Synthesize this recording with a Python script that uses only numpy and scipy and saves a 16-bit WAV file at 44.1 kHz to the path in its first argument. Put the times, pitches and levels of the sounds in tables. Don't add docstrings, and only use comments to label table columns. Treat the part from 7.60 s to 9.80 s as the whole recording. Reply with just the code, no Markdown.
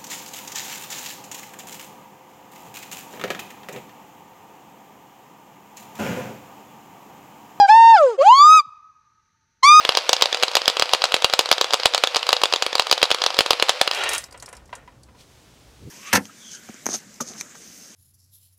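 import sys
import numpy as np
from scipy import signal
from scipy.fft import rfft, irfft
from scipy.io import wavfile
from scipy.ndimage import uniform_filter1d, minimum_filter1d

SR = 44100
rng = np.random.default_rng(int(sys.argv[2]) if len(sys.argv) > 2 else 0)


def master(y):
    cut = np.clip(np.atleast_2d(y).T, -1, 1)
    pcm = np.round(cut * 32767)
    wavfile.write(sys.argv[1], SR, pcm.astype(np.int16))


N = 97020
TIME = np.arange(N) / SR
CUTOFF_HZ = 15700

# start_s, fundamental_db, octave_db, higher_overtones_db
HOOT_LEVELS = [
    [(0.0, -7.5, -29, -24.5), (0.028, -7, -32.5, -32.5), (0.052, -11.5, -21.5, -36.5),
     (0.064, -17, -28.5, -43), (0.074, -45, -67.5, -47.5)],
    [(0.078, -35.3, -37, -30), (0.087, -15.4, -28, -10.5), (0.098, -5.5, -20, -5.5),
     (0.125, -7.1, -23.0, -9.5), (0.2, -6.5, -27.0, -11), (0.31, -6, -28.0, -7.5),
     (0.352, -6.1, -25.0, -14.5), (0.385, -19, -16.0, -14), (0.41, -12.0, -17.5, -32),
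     (0.445, -9.5, -27, -32), (0.465, -12.5, -36.0, -35), (0.5, -20.5, -30.0, -35.0),
     (0.55, -33, -45.5, -45), (0.568, -50, -54.5, -49.5)],
    [(0.58, -31.5, -47.5, -62.5), (0.59, -14.5, -51.5, -44.5), (0.615, -9.5, -17.5, -35.0),
     (0.642, -18, -31.5, -39), (0.672, -5.5, -38, -25.5), (0.7, -5.5, -52.0, -26.5),
     (0.73, -5.5, -38.0, -24), (0.768, -13.5, -36, -17), (0.81, -6, -35, -14.5), (0.86, -6.5, -49.5, -14.5),
     (0.93, -6.5, -26.0, -11.5), (0.975, -9, -22.5, -12), (1.0, -12, -26.5, -16.5), (1.02, -37.5, -68, -61)],
    [(2.028, -36, -49, -50.5), (2.033, -11.5, -20, -23), (2.048, -7.5, -18.5, -17.5),
     (2.064, -11, -16.5, -20), (2.09, -7, -15.5, -19.0), (2.14, -6.5, -20.0, -21), (2.2, -7, -26.5, -20)],
]
# start_s, level_db
HARD_ATTACKS = [(2.033, -31)]


def from_db(db):
    return 10 ** (np.asarray(db) / 20)


def rms_one(x):
    return x / np.sqrt(np.mean(x ** 2) + 1e-20)


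def in_time(rows):
    seconds, *columns = np.transpose(rows)
    return [np.interp(TIME, seconds, column) for column in columns]


def at_hz(points, hz, axis=1):
    points = np.array(points)
    return np.interp(np.log(np.maximum(hz, 1)), np.log(points[:, 0]), points[:, axis])


def waver(hz):
    smoother = signal.butter(4, hz, fs=SR, output="sos")
    motion = signal.sosfilt(smoother, rng.standard_normal(N + SR))
    return rms_one(motion[SR:])


def coloured_noise(spectrum):
    hz = np.arange(N // 2 + 1) * SR / N
    white = rfft(rng.standard_normal(N))
    return rms_one(irfft(white * from_db(at_hz(spectrum, hz)), N))


def gate(start, end, edge):
    inside = np.minimum(TIME - start, end - TIME)
    opening = np.clip(1 + inside / edge, 0, 1)
    return np.sin(np.pi / 2 * opening) ** 2


def background():
    # pitch_hz, level_db_per_hz (relative)
    air_colour = [(15, -38.5), (25, -19.5), (93, -4.5), (488, -25.5), (604, -31), (811, -29.5), (903, -5),
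                  (978, -35), (1460, -14), (3350, -29.5), (4040, -21), (5140, -28.5), (6200, -16),
                  (7280, -39), (15000, -47.5)]
    air_db, insect_db = -70.5, -83
    insect_hz, insect_width_hz = 5900, 170
    insects = rms_one(waver(insect_width_hz) * np.sin(2 * np.pi * insect_hz * TIME))
    return from_db(air_db) * coloured_noise(air_colour) + from_db(insect_db) * insects


def garden_echo(x):
    # pitch_hz, level_db, t60_s (time to fade by 60 dB)
    echo = [(300, -32.5, 0.5), (602, -28.5, 0.33), (991, -38.5, 1.15), (1250, -31, 1.276), (2500, -33, .95),
            (5030, -35, 0.64), (7500, -35.5, .5), (14000, -43.5, .3)]
    near_db, near_t60_s = -28.5, 0.16
    near_decay = from_db(near_db - 60 * TIME / near_t60_s)
    unit_energy = np.sqrt(np.log(1e6) / (near_t60_s * SR))
    response = near_decay * rng.standard_normal(N) * unit_energy
    edges_hz = np.geomspace(220, 15000, 19)
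    for low, high in zip(edges_hz, edges_hz[1:]):
        hz = np.sqrt(low * high)
        decay = from_db(-60 * TIME / at_hz(echo, hz, axis=2))
        band_filter = signal.butter(2, [low, high], "band", fs=SR, output="sos")
        band = signal.sosfilt(band_filter, rng.standard_normal(N))
        response += from_db(at_hz(echo, hz)) * band * decay / np.sqrt(np.sum(decay ** 2))
    return signal.fftconvolve(x, response)[:N]


def thump():
    start_s, length_s, peak_db = 1.055, .045, -56.5
    from_hz, to_hz = 380, 55
    progress = np.clip((TIME - start_s) / length_s, 0, 1)
    hz = from_hz * (to_hz / from_hz) ** progress
    swell = np.sin(np.pi * progress)
    return from_db(peak_db) * swell * np.sin(2 * np.pi * np.cumsum(hz) / SR)


def whistle():
    # start_s, level_db
    whistle_level = [(.1, -92.5), (.14, -48), (.3, -52.5), (.42, -77), (.56, -67)]
    pitch_hz = 8110
    opening = gate(whistle_level[0][0], whistle_level[-1][0], .01)
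    tone = np.sqrt(2) * np.sin(2 * np.pi * pitch_hz * TIME)
    return from_db(in_time(whistle_level)[0]) * opening * tone


def attack():
    # pitch_hz, level_db_per_hz (relative)
    attack_colour = [(40, -17), (300, -13.5), (1100, -10.5), (4200, 5.5), (7500, 2.5), (10000, -9.5),
                     (12500, -29.5), (15000, -26)]
    rise_s, t60_s = .003, .22
    envelope = np.zeros(N)
    for start_s, level_db in HARD_ATTACKS:
        fade = np.exp(-np.log(1000) * np.abs(TIME - start_s) / t60_s)
        envelope += gate(start_s, N / SR, rise_s) * from_db(level_db) * fade
    return envelope * coloured_noise(attack_colour)


def rasp():
    # start_s, level_db
    rasp_level = [(0, -59.5), (.065, -55), (.09, -33.5), (.13, -51), (.18, -62), (.3, -61.5), (.37, -45.5),
                  (.43, -44.5), (.53, -51), (.575, -65), (.62, -40), (.68, -40), (.75, -55), (.82, -63.5),
                  (.94, -70), (.99, -46), (1.02, -58.5), (2.034, -57), (2.07, -37.5), (2.11, -53),
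                  (2.15, -57), (2.2, -62)]
    # pitch_hz, level_db_per_hz (relative)
    rasp_colour = [(40, -14), (200, -29.5), (450, -29), (800, -10), (1250, 0.5), (2000, -5.5), (3100, -4),
                   (4300, -7), (5400, -12.5), (6400, -1), (7600, -5), (8400, -11.5), (9500, -17.5),
                   (12500, -25.5), (15000, -48)]
    edge_s, band_width_hz = .004, 700
    flutter_db, flutter_hz = 3.0, 35
    calling = gate(0, HOOT_LEVELS[2][-1][0], edge_s)
    calling += gate(HARD_ATTACKS[0][0], HOOT_LEVELS[3][-1][0], edge_s)
    spectrum = rfft(coloured_noise(rasp_colour))
    band_number = np.arange(len(spectrum)) * SR / N // band_width_hz
    fluttering = np.zeros(N)
    for k in range(CUTOFF_HZ // band_width_hz):
        band = irfft(spectrum * (band_number == k), N)
        fluttering += band * from_db(flutter_db * waver(flutter_hz))
    return calling * from_db(in_time(rasp_level)[0]) * rms_one(fluttering)


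def hoot(pitch, levels, throat):
    # start_s, jitter_db (0 = as large as the pitch itself),
    # flicker_db (spread of each overtone's level; its sign makes no audible difference)
    roughness = [(0, -65, -1), (.085, -40, 4.5), (.13, -53.5, 4.5), (.2, -58, -2.5), (.31, -53.5, 3.4),
                 (.38, -54.5, 4), (.55, -35.5, 4.5), (.63, -39, 2.5), (.72, -50, 3), (.82, -57.5, 1.36),
                 (.94, -61, -2.1), (1.0, -59, 7.5), (2.032, -33.5, -4), (2.08, -57, 4.5), (2.16, -54, -2)]
    jitter_hz, flicker_hz = 330, 39.86
    shimmer, shimmer_hz = .007, 90
    hz = uniform_filter1d(in_time(pitch)[0], size=500)
    jitter_db, flicker_db = in_time(roughness)
    jittery_hz = hz * (1 + from_db(jitter_db) * waver(jitter_hz))
    phase = 2 * np.pi * np.cumsum(jittery_hz) / SR
    first_db, octave_db, overtone_db = in_time(levels)
    tone = from_db(first_db) * np.sin(phase) + from_db(octave_db) * np.sin(2 * phase)
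    for k in range(3, 16):
        db = overtone_db + at_hz(throat, k * hz) + flicker_db * waver(flicker_hz)
        tone += from_db(db) * (k * hz < CUTOFF_HZ) * np.sin(k * phase)
    strength = 1 + shimmer * waver(shimmer_hz)
    return np.sqrt(2) * tone * strength * gate(levels[0][0], levels[-1][0], .003)


def scene():
    # start_s, pitch_hz
    pitches = [
        [(0, 823), (0.062, 789)],
        [(0.082, 736), (0.098, 843), (0.112, 862), (0.172, 912), (0.31, 916), (0.335, 900), (0.352, 859),
         (0.382, 694), (0.42, 602), (0.47, 508), (0.52, 449), (0.56, 362)],
        [(0.586, 530), (0.602, 532), (0.62, 579), (0.648, 742), (0.675, 830), (0.705, 953), (0.735, 1042),
         (0.77, 1109), (0.85, 1207), (0.9, 1254), (0.955, 1278), (0.98, 1257), (1.012, 1144)],
        [(2.032, 1038), (2.068, 1159), (2.095, 1191), (2.135, 1229), (2.2, 1249)],
    ]
    # pitch_hz, level_db
    throats = [
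        [(2400, -11.5), (3250, -7.5), (4050, -9), (4900, 0), (5700, -13), (6500, -26.5), (7400, -22.5),
         (8200, -51), (10000, -68.5), (12000, -42)],
        [(1200, 0), (2150, -23), (2700, -22), (3600, -26), (4500, -30.5), (5100, -21), (5600, -37.5),
         (6400, -39), (7300, -42.5), (8200, -55.5), (9200, -59), (11000, -63), (13000, -70.5)],
        [(1600, -8.5), (2300, -6), (3000, -0.5), (3700, -18), (4100, -13.5), (4600, -7), (5600, -30.5),
         (6300, -19), (7300, -18.5), (8200, -50), (8800, -29), (9500, -56.5), (10500, -39.5), (11500, -40),
         (12700, -43), (14000, -81.5)],
        [(3200, -10), (3600, -3.5), (4700, -1), (5500, -9), (6200, -5.5), (7400, -18.5), (8200, -23),
         (8800, -18.5), (10000, -27), (12500, -37), (14000, -60)],
    ]
    hoots = sum(hoot(*call) for call in zip(pitches, HOOT_LEVELS, throats))
    no_bass = signal.butter(4, 250, "high", fs=SR, output="sos")
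    voice = signal.sosfiltfilt(no_bass, hoots) + rasp() + attack()
    return (voice + garden_echo(voice) + whistle() + thump() + background())[None]


def record(dry):
    ceiling, limiter_s = .95, .008
    size = int(limiter_s * SR)
    needed = np.minimum(1, ceiling / (np.abs(dry) + 1e-9))
    gain = uniform_filter1d(minimum_filter1d(needed, size=size), size=size)
    top_cut = signal.cheby2(12, 70, CUTOFF_HZ, fs=SR, output="sos")
    return signal.sosfilt(top_cut, dry * gain)


dry = scene()
out = record(dry)
master(out)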